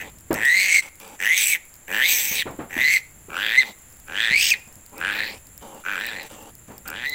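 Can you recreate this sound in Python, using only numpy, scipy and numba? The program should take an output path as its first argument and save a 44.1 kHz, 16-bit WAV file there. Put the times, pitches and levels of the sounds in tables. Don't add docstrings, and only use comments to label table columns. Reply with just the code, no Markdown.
import sys
import numpy as np
from scipy import signal
from scipy.fft import rfft, irfft
from scipy.io import wavfile
from scipy.ndimage import uniform_filter1d
from numba import njit

SR = 44100
rng = np.random.default_rng(int(sys.argv[2]) if len(sys.argv) > 2 else 0)


def master_out(mix):
    frames = np.transpose(np.atleast_2d(mix))
    ceiling = np.clip(frames, -1, 1)
    pcm = np.round(ceiling * 32767).astype(np.int16)
    wavfile.write(sys.argv[1], SR, pcm)


def voltage_ratio(decibels):
    exponent = np.asarray(decibels, float) / 20
    return 10 ** exponent


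N = 314874


def rms_one(x):
    return x / np.sqrt(np.mean(x ** 2) + 1e-20)


def filtered(x, order, hz, kind="low"):
    return signal.sosfilt(signal.butter(order, hz, kind, fs=SR, output="sos"), x)


def in_time(rows):
    s, *columns = np.transpose(rows)
    return [np.interp(np.arange(N) / SR, s, column) for column in columns]


def drift(rate_hz):
    r = np.exp(-2 * np.pi * rate_hz / SR)
    return rms_one(signal.lfilter([1], [1, -2 * r, r * r], rng.standard_normal(N + SR))[SR:])


@njit
def glide(x, cosine, r):
    y = np.zeros(len(x))
    for i in range(2, len(x)):
        drive = (1 - r[i] ** 2) / 2 * (x[i] - x[i - 2])
        y[i] = drive + 2 * r[i] * cosine[i] * y[i - 1] - r[i] ** 2 * y[i - 2]
    return y


def resonance(x, hz, width_hz):
    one = np.ones(N)
    return glide(x, one * np.cos(2 * np.pi * hz / SR), one * np.exp(-np.pi * width_hz / SR))


def modes(x, table, shift_hz=0):
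    total = 0
    for hz, width_hz, db in table:
        once = resonance(x, hz + shift_hz, width_hz)
        total = total + voltage_ratio(db) * resonance(once, hz + shift_hz, 2 * width_hz)
    return total


def evened(x, span_s=0.024):
    size = int(span_s * SR)
    power = uniform_filter1d(uniform_filter1d(x ** 2, size), size)
    return x / np.sqrt(power + 1e-14)


# time in seconds, slaps per second, throat resonance in Hz, level in dB,
# roughness 0-1.
FADING = [(-.01, 96, 1760, -26, 0.48), (.07, 95, 2010, -48, 0.51), (.11, 95, 2170, -59, .6)]
LONG = [(.338, 102.8, 1907, -33.5, 0.45), (0.411, 107.8, 1836, -26.5, 0.095),
        (.46, 137.5, 1876, -14.5, 0.016), (.546, 195.4, 2025, -15, 0.11), (.614, 193.4, 2145, -19, 0.35),
        (.683, 183.6, 2170, -21.5, 0.35), (.75, 191.8, 2200, -13, 0.37), (.795, 215.2, 2100, -16, .25),
        (.815, 230, 2000, -19, 0.27)]
BREAKING = [(1.185, 85.24, 1814, -34.5, 0.17), (1.247, 93.05, 1800, -21, .15),
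            (1.314, 162.8, 2035, -15, 0.035), (1.35, 192.4, 2170, -18, 0.19),
            (1.38, 200.3, 2170, -22.5, 0.59), (1.49, 221.5, 2418, -25.5, .7),
            (1.534, 187.2, 2262, -16.5, 0.32), (1.565, 169.7, 1947, -26, 0.11), (1.6, 150.4, 2000, -78, .7)]
HOARSE = [(1.872, 77.8, 1770, -41.5, .4), (1.939, 98.23, 1744, -24, .18), (2.01, 128, 1764, -19, .1),
          (2.06, 180.3, 2170, -16.5, .28), (2.11, 245.3, 2313, -22.5, .78), (2.229, 230, 2120, -31, .89),
          (2.359, 238.2, 2330, -29, .7), (2.408, 173.7, 2195, -22.5, .3), (2.434, 140, 1710, -28, .18)]
SHORT = [(2.695, 97.26, 1750, -41, 0.34), (2.77, 76.7, 1902, -27, .2), (2.814, 137.3, 2012, -18, 0.088),
         (2.876, 151.1, 2018, -16.5, .15), (2.939, 209.4, 2160, -18, 0.39), (2.97, 180, 2050, -12.5, 0.097),
         (3.0, 156.3, 2146, -46, 0.58), (3.03, 149.4, 2150, -76, .8)]
PEAKING = [(3.289, 62.7, 1260, -44.5, .15), (3.364, 87.95, 1436, -27.5, .2), (3.42, 103.8, 1636, -25.5, .2),
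           (3.52, 115.5, 1843, -24, .15), (3.56, 127, 1938, -19, 0.058), (3.595, 160.1, 2100, -8, 0.014),
           (3.636, 114.4, 1831, -28.5, .1), (3.671, 103, 2120, -45, .8), (3.735, 119.1, 2113, -62.5, 0.96)]
SHRILL = [(4.068, 65, 1498, -43, .15), (4.21, 115.1, 1761, -21.5, 0.099), (4.3, 109.7, 1830, -22.5, 0.11),
          (4.349, 164.2, 2205, -14, 0.058), (4.42, 218.7, 2616, -20, 0.64), (4.5, 230, 2789, -25.5, 0.78),
          (4.52, 167.3, 2490, -5.5, 0.33), (4.545, 218.8, 1994, -27, 0.091), (4.62, 148.8, 2020, -89, .8)]
CREAKY = [(4.91, 74.93, 496.6, -70, .7), (4.97, 79.7, 1250, -47.5, .75), (5.0, 80.15, 1479, -37, .5),
          (5.011, 80, 1546, -25.5, .08), (5.09, 103.8, 1619, -23.5, .13), (5.161, 97.13, 1710, -29.5, .5),
          (5.214, 107.1, 1827, -23.5, 0.16), (5.28, 118, 1892, -33.5, .55), (5.39, 113, 2540, -54.5, 0.97)]
TIRED = [(5.836, 76.4, 1420, -28.5, .2), (5.903, 103.3, 1557, -26, .1), (5.977, 86.66, 1549, -28.5, 0.21),
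         (6.05, 120.4, 1850, -30, 0.27), (6.123, 111.1, 1700, -34.5, .3), (6.197, 79.26, 1950, -34.5, 0.18),
         (6.286, 72.9, 1897, -51.5, 0.92)]
LAST = [(6.849, 58.94, 1374, -40, 0.44), (6.928, 81.9, 1510, -34.5, 0.14), (6.995, 121.7, 1760, -35.5, .15),
        (7.043, 125, 1809, -30.5, .15), (7.06, 146.5, 1970, -22.5, 0.085), (7.101, 145.4, 2012, -28, .12),
        (7.2, 144.1, 2030, -22, .15)]
SQUEALS = [
    FADING,
    LONG,
    BREAKING,
    HOARSE,
    SHORT,
    PEAKING,
    SHRILL,
    CREAKY,
    TIRED,
    LAST,
]
# open second resonance over first, second resonance in dB, mouth hiss in dB,
# teeth hiss in dB, chest grunt in dB.
COLOURS = [(2.9, 6.5, -4, -7, -46), (2.02, -5.5, 5.5, -2, -41), (1.636, -3, 6.5, 3, -44),
           (1.693, -0.5, 2.5, 2, -38), (2.045, -5.5, 3, 0, -46.5), (1.915, -0.5, -4.5, -3, -43),
           (1.976, -1.5, 1, -5, -44.5), (2.194, -4, -25, -6.5, -41.5), (2.112, -4, -3, -5.5, -44),
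           (1.97, -3, -4, -8, -44)]
# start in seconds, end in seconds, level in dB, throat resonance in Hz, chest grunt in dB.
GASPS = [
    (.818, 0.896, -43, 2300, -47.5),
    (0.996, 1.17, -48, 2196, -45),
    (5.606, 5.833, -53, 2870, -44),
    (6.29, 6.515, -50.5, 2740, -44.5),
    (6.672, 6.799, -59, 1498, -52.5),
]


def breaths():
    slaps_per_s, rough, fade_db, ratio, second_db, hiss_db = 65, .85, 8.5, 0.47, 3, -4.5
    calls = [*zip(SQUEALS, COLOURS)]
    for start, end, db, hz, chest_db in GASPS:
        curve = [(start, slaps_per_s, hz, db, rough), (end, slaps_per_s, hz, db - fade_db, rough)]
        calls.append((curve, (ratio, second_db, hiss_db, hiss_db, chest_db)))
    calls.sort(key=lambda call: call[0][0][0])
    spans = np.array([(curve[0][0], curve[-1][0], *colour) for curve, colour in calls])
    current = np.maximum(np.searchsorted(spans[:, 0], np.arange(N) / SR) - 1, 0)
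    return in_time(sorted(row for curve, _ in calls for row in curve)), spans[current].T


def throat(opening, open_hz, level_db, rough):
    tight_hz, slack_hz, tight_db, widen_hz_per_db, chaos_widen_hz = 88, 268.5, -15.5, 23, 230
    second_shut_hz, chaos_sag_hz, knee_db = 2220, 302, -20.5
    chaos = np.clip(2 * rough - .6, 0, 1)
    loud_db = np.maximum(level_db - knee_db, 0)
    second_hz = second_shut_hz + np.clip(opening, 0, 1) * (open_hz - chaos_sag_hz * chaos - second_shut_hz)
    width_hz = np.clip(tight_hz + widen_hz_per_db * (tight_db - level_db), tight_hz, slack_hz)
    width_hz = width_hz + chaos_widen_hz * chaos
    shut_db = -24.5 * np.exp(-(opening / 0.27) ** 2)
    second_db = -7.5 - loud_db + 8.5 * rough + shut_db
    mouth_db = -26.5 + 31 * rough
    teeth_db = -20 + 25.5 * rough - 0.92 * loud_db
    return second_hz, width_hz, second_db, mouth_db, teeth_db


def folds(per_s, rough, shimmer_db=1.9, puff_s=.0014):
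    jitter = (.012 + .3 * rough ** 2) * np.clip(drift(60), -2, 2)
    phase = np.cumsum(per_s * (1 + jitter)) / SR
    regular = np.diff(np.floor(phase), prepend=0) > 0
    stray = rng.random(N) < 1400 * rough ** 3 / SR
    size_db = shimmer_db * np.sqrt(100 / per_s) * rng.standard_normal(N)
    slaps = (regular | stray) * voltage_ratio(size_db) + 1e-18
    puff = signal.lfilter([1], [1, -np.exp(-1 / (puff_s * SR))], slaps)
    return slaps, puff, regular + 1e-18


# centre in Hz, width in Hz, level in dB.
SNOUT_MODES = [(2300, 350, -7), (1950, 400, -10), (1200, 500, -26)]


def first_resonance(source, hz, width_hz, wobble, locked):
    first = resonance(resonance(source, hz * wobble, width_hz), hz, 150 + 3 * width_hz)
    snout = (width_hz / 300) ** 1.8 * modes(source, SNOUT_MODES)
    first = evened(resonance(first + snout, hz + 250, 2000))
    turn = 2 * np.pi * np.cumsum(hz * wobble) / SR
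    tone = np.sin(turn) + .22 * np.sin(2 * turn)
    return (first + 1.7 * locked * tone) / np.sqrt(1 + 1.5 * locked ** 2)


def second_resonance(source, puff, hz, width_hz, wobble, rough):
    driven = source + 0.14 * puff * rng.standard_normal(N)
    second = resonance(driven, hz * wobble, 260 + .5 * width_hz + 900 * rough)
    second = evened(resonance(resonance(second, hz, 700 + 1200 * rough), hz, 1800))
    turbulence = (puff + 0.9) * rng.standard_normal(N)
    scream = 0.72 * rough * evened(modes(turbulence, [(3300, 1100, 0), (4550, 290, 0.01)]))
    return (second + scream) / np.sqrt(1 + rough ** 2)


# centre in Hz, width in Hz, level in dB.
MOUTH_MODES = [(6400, 900, 0.95), (7850, 740, 1)]
# centre in Hz, width in Hz, level in dB.
TEETH_MODES = [(8400, 4000, 3), (11010, 900, 0.5), (13070, 2700, -4), (14330, 3300, 6)]


def mouth_and_teeth(slaps, puff, first_hz, rough):
    hiss = 0.22 * slaps + 0.27 * (puff + 0.12 + .5 * rough) * rng.standard_normal(N)
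    hiss = filtered(hiss, 6, 5250, "high")
    mouth, teeth = 0, 0
    for mode in MOUTH_MODES:
        shift_hz = 0.13 * (first_hz - 2100) + 150 * drift(5.5)
        mouth = mouth + voltage_ratio(3.5 * drift(6.5)) * modes(hiss, [mode], shift_hz)
    for mode in TEETH_MODES:
        teeth = teeth + voltage_ratio(4.9 * drift(5)) * modes(hiss, [mode], 250 * drift(5.7))
    return evened(mouth), evened(teeth)


# centre in Hz, width in Hz, level in dB.
CHEST_MODES = [(216, 77, -1.5), (289, 120, 2), (447.7, 61, 4), (519, 100, 4), (770, 200, 2.5)]


def chest_grunt(beats, per_s, rough, locked, chest_db):
    chest = evened(modes(beats + (.012 + .2 * rough ** 2) * rng.standard_normal(N), CHEST_MODES))
    fast_loss_db = 12.5 * np.clip(per_s / 100.4 - 1, 0, .6) / 0.83
    return voltage_ratio(chest_db - fast_loss_db + locked + 2.5 * rough * drift(7.3)) * chest


# centre in seconds, half length in seconds, width in Hz.
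WHISTLES = [
    (.5, .07, 68),
    (3.595, .035, 48),
    (5.77, .06, 130),
    (6.42, .07, 130),
    (7.115, .08, 35),
]


def piglet():
    opening_s, attack_s, release_s, grunt_swell_s = 0.16, 0.009, .01, 0.033
    curves, current = breaths()
    per_s, first_hz, first_db, rough = curves
    start_s, end_s, ratio, second_db, mouth_db, teeth_db, chest_db = current
    rough = np.clip(rough, 0, 1)
    t = np.arange(N) / SR
    flowing = np.clip((t - start_s) / attack_s, 0, 1) * np.clip((end_s - t) / release_s, 0, 1)
    voiced_s = np.cumsum(np.clip(1.6 - 2 * rough, 0, 1)) / SR
    opening = np.where(ratio < 1, 1, (voiced_s - np.interp(start_s, t, voiced_s)) / opening_s)
    second_hz, width_hz, *law_db = throat(opening, ratio * first_hz, first_db, rough)
    second_db, mouth_db, teeth_db = second_db + law_db[0], mouth_db + law_db[1], teeth_db + law_db[2]
    for s, half_s, narrow_hz in WHISTLES:
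        width_hz = width_hz + np.clip(2 - 2 * np.abs(t - s) / half_s, 0, 1) * (narrow_hz - width_hz)
    locked = np.clip((75 - width_hz) / 40, 0, 1)

    slaps, puff, beats = folds(per_s, rough)
    wobble = 1 + 0.004 * drift(49)
    breath = (.04 + .07 * rough) * (puff + 4 * rough ** 2 + .25) * rng.standard_normal(N)
    source = slaps + breath
    first = first_resonance(source, first_hz, width_hz, wobble, locked)
    second = second_resonance(source, puff, second_hz, width_hz, wobble, rough)
    mouth, teeth = mouth_and_teeth(slaps, puff, first_hz, rough)
    upper = voltage_ratio(second_db + 3.5 * drift(6.7)) * second + voltage_ratio(mouth_db) * mouth + voltage_ratio(teeth_db) * teeth
    chest = chest_grunt(beats, per_s, rough, locked, chest_db)
    swell = np.clip(np.minimum(t - start_s, end_s - t) / grunt_swell_s, 0, 1)
    return flowing * (voltage_ratio(first_db) * (first + upper) + swell * chest)


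def sheet_ring(voice, hz=2020, t60_s=.22, db=-33):
    return voltage_ratio(db) * resonance(voice, hz, np.log(1000) / np.pi / t60_s) * 10


def yard(voice, t60_s=0.34, db=-18):
    t = np.arange(SR // 2) / SR
    scatter = rng.standard_normal(len(t)) * voltage_ratio(-60 * t / t60_s) * (t > .004)
    tail = signal.lfilter([.4], [1, -.6], scatter / np.linalg.norm(scatter))
    return voltage_ratio(db) * signal.fftconvolve(voice, tail)[:N]


# time in seconds, peak in dB, pitch in Hz.
THUMPS = [(0.306, -10.5, 343), (0.33, -50, 430), (2.312, -29.5, 200.4), (2.456, -26.5, 290),
          (2.465, -22, 360), (2.589, -21.5, 318.4), (2.602, -32, 325.2), (2.765, -22.5, 286.1),
          (2.789, -55, 80.67), (3.284, -34, 385), (4.309, -27.5, 189.7), (4.672, -44, 188.3),
          (4.762, -42.5, 105), (6.129, -42, 195.5), (6.31, -36, 520), (6.682, -35.5, 205.4),
          (6.701, -32.5, 202)]


def thumps(rattle_t60_s=0.3):
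    out = np.zeros(N)
    rumble = rms_one(filtered(rng.standard_normal(N), 1, [60, 600], "band"))
    rumble = rms_one(filtered(rumble, 2, 1800))
    for s, db, hz in THUMPS:
        i = round(s * SR)
        t = np.arange(min(SR // 3, N - i)) / SR
        swing = np.sin(2 * np.pi * hz * t) * (1 - np.exp(-t / 0.0007)) * np.exp(-(t / 0.007) ** 2)
        rattle = 0.33 * rumble[i:i + len(t)] * (1 - np.exp(-t / 0.0034)) * voltage_ratio(-60 * t / rattle_t60_s)
        out[i:i + len(t)] += voltage_ratio(db) * (swing + rattle)
    return out


# time in seconds, peak in dB.
TAPE_SNAPS = [(0.3102, -21), (0.3296, -8.5), (0.3416, -7), (0.4524, -8), (1.0006, -21), (1.0774, -23),
              (1.2161, -23), (1.7544, -30), (1.7644, -29), (3.9998, -29), (4.7551, -26), (4.8623, -22.5),
              (4.9801, -19.5), (5.4694, -25), (5.5777, -18), (5.7468, -28), (6.0656, -13), (6.2312, -22),
              (6.3185, -26.5), (6.552, -24), (6.6418, -66), (6.78, -21.5), (6.8778, -12), (6.8834, -16),
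              (6.9012, -13), (7.0579, -24), (7.0958, -13)]


def tape(ticks_per_s=14, tick_db=-34.0, fade_s=0.0017):
    s, db = np.transpose(TAPE_SNAPS)
    ticks = rng.random(N) < ticks_per_s / SR
    clicks = ticks * voltage_ratio(tick_db + 3.5 * rng.standard_normal(N)) + 1e-18
    clicks[(s * SR).astype(int)] = voltage_ratio(db)
    burst = signal.lfilter([1], [1, -np.exp(-1 / (fade_s * SR))], clicks) * rng.standard_normal(N)
    bright = modes(filtered(burst, 8, 16600), TEETH_MODES)
    body = modes(burst, [(5270, 1000, 0.000032)])
    return 0.3 * bright + 0.25 * body


# centre in Hz, width in Hz, level in dB.
INSECTS = [(7416, 170, -58), (10470, 1100, -60), (14500, 2200, -61.5)]


def insects():
    songs = 0
    for hz, width_hz, db in INSECTS:
        song = rms_one(modes(rng.standard_normal(N), [(hz, width_hz, 0)]))
        songs = songs + voltage_ratio(db + 2.0 * drift(50)) * song
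    return songs


# time in seconds, level in dB.
WIND = [
    (0.0, -49),
    (0.38, -54),
    (0.67, -62.5),
    (7.14, -52),
]


def wind():
    rumble = rms_one(modes(rng.standard_normal(N), [(45, 70, 5), (105, 130, -12.0)]))
    return voltage_ratio(in_time(WIND)[0] + 3.4 * drift(1.7)) * rumble


# frequency in Hz, level in dB.
AIR_SPECTRUM = [(15, 4), (25, -5.5), (317, -13), (1260, -16), (2000, -15), (5730, -30), (7310, -4.5),
                (8360, -24.5), (10400, -21), (12200, -23), (16000, -24)]


def air_noise(db=-51.5):
    hz = np.maximum(np.fft.rfftfreq(N, 1 / SR), 1)
    table_hz, table_db = np.transpose(AIR_SPECTRUM)
    colour = voltage_ratio(np.interp(np.log(hz), np.log(table_hz), table_db))
    return voltage_ratio(db + 0.71 * drift(2.6)) * rms_one(irfft(rfft(rng.standard_normal(N)) * colour, N))


def scene():
    voice = piglet()
    steady = voice + sheet_ring(voice) + yard(voice) + insects() + wind() + air_noise()
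    top_hz = 16150
    steady = signal.sosfilt(signal.cheby2(18, 50, top_hz, fs=SR, output="sos"), steady)
    return (steady + thumps() + tape())[None]


def top_cut(x):
    return signal.sosfilt(signal.butter(12, 16820, fs=SR, output="sos"), x)


def record(dry):
    mix = 0.62 * np.tanh(dry / 0.6)
    return top_cut(mix)


dry = scene()
out = record(dry)
master_out(out)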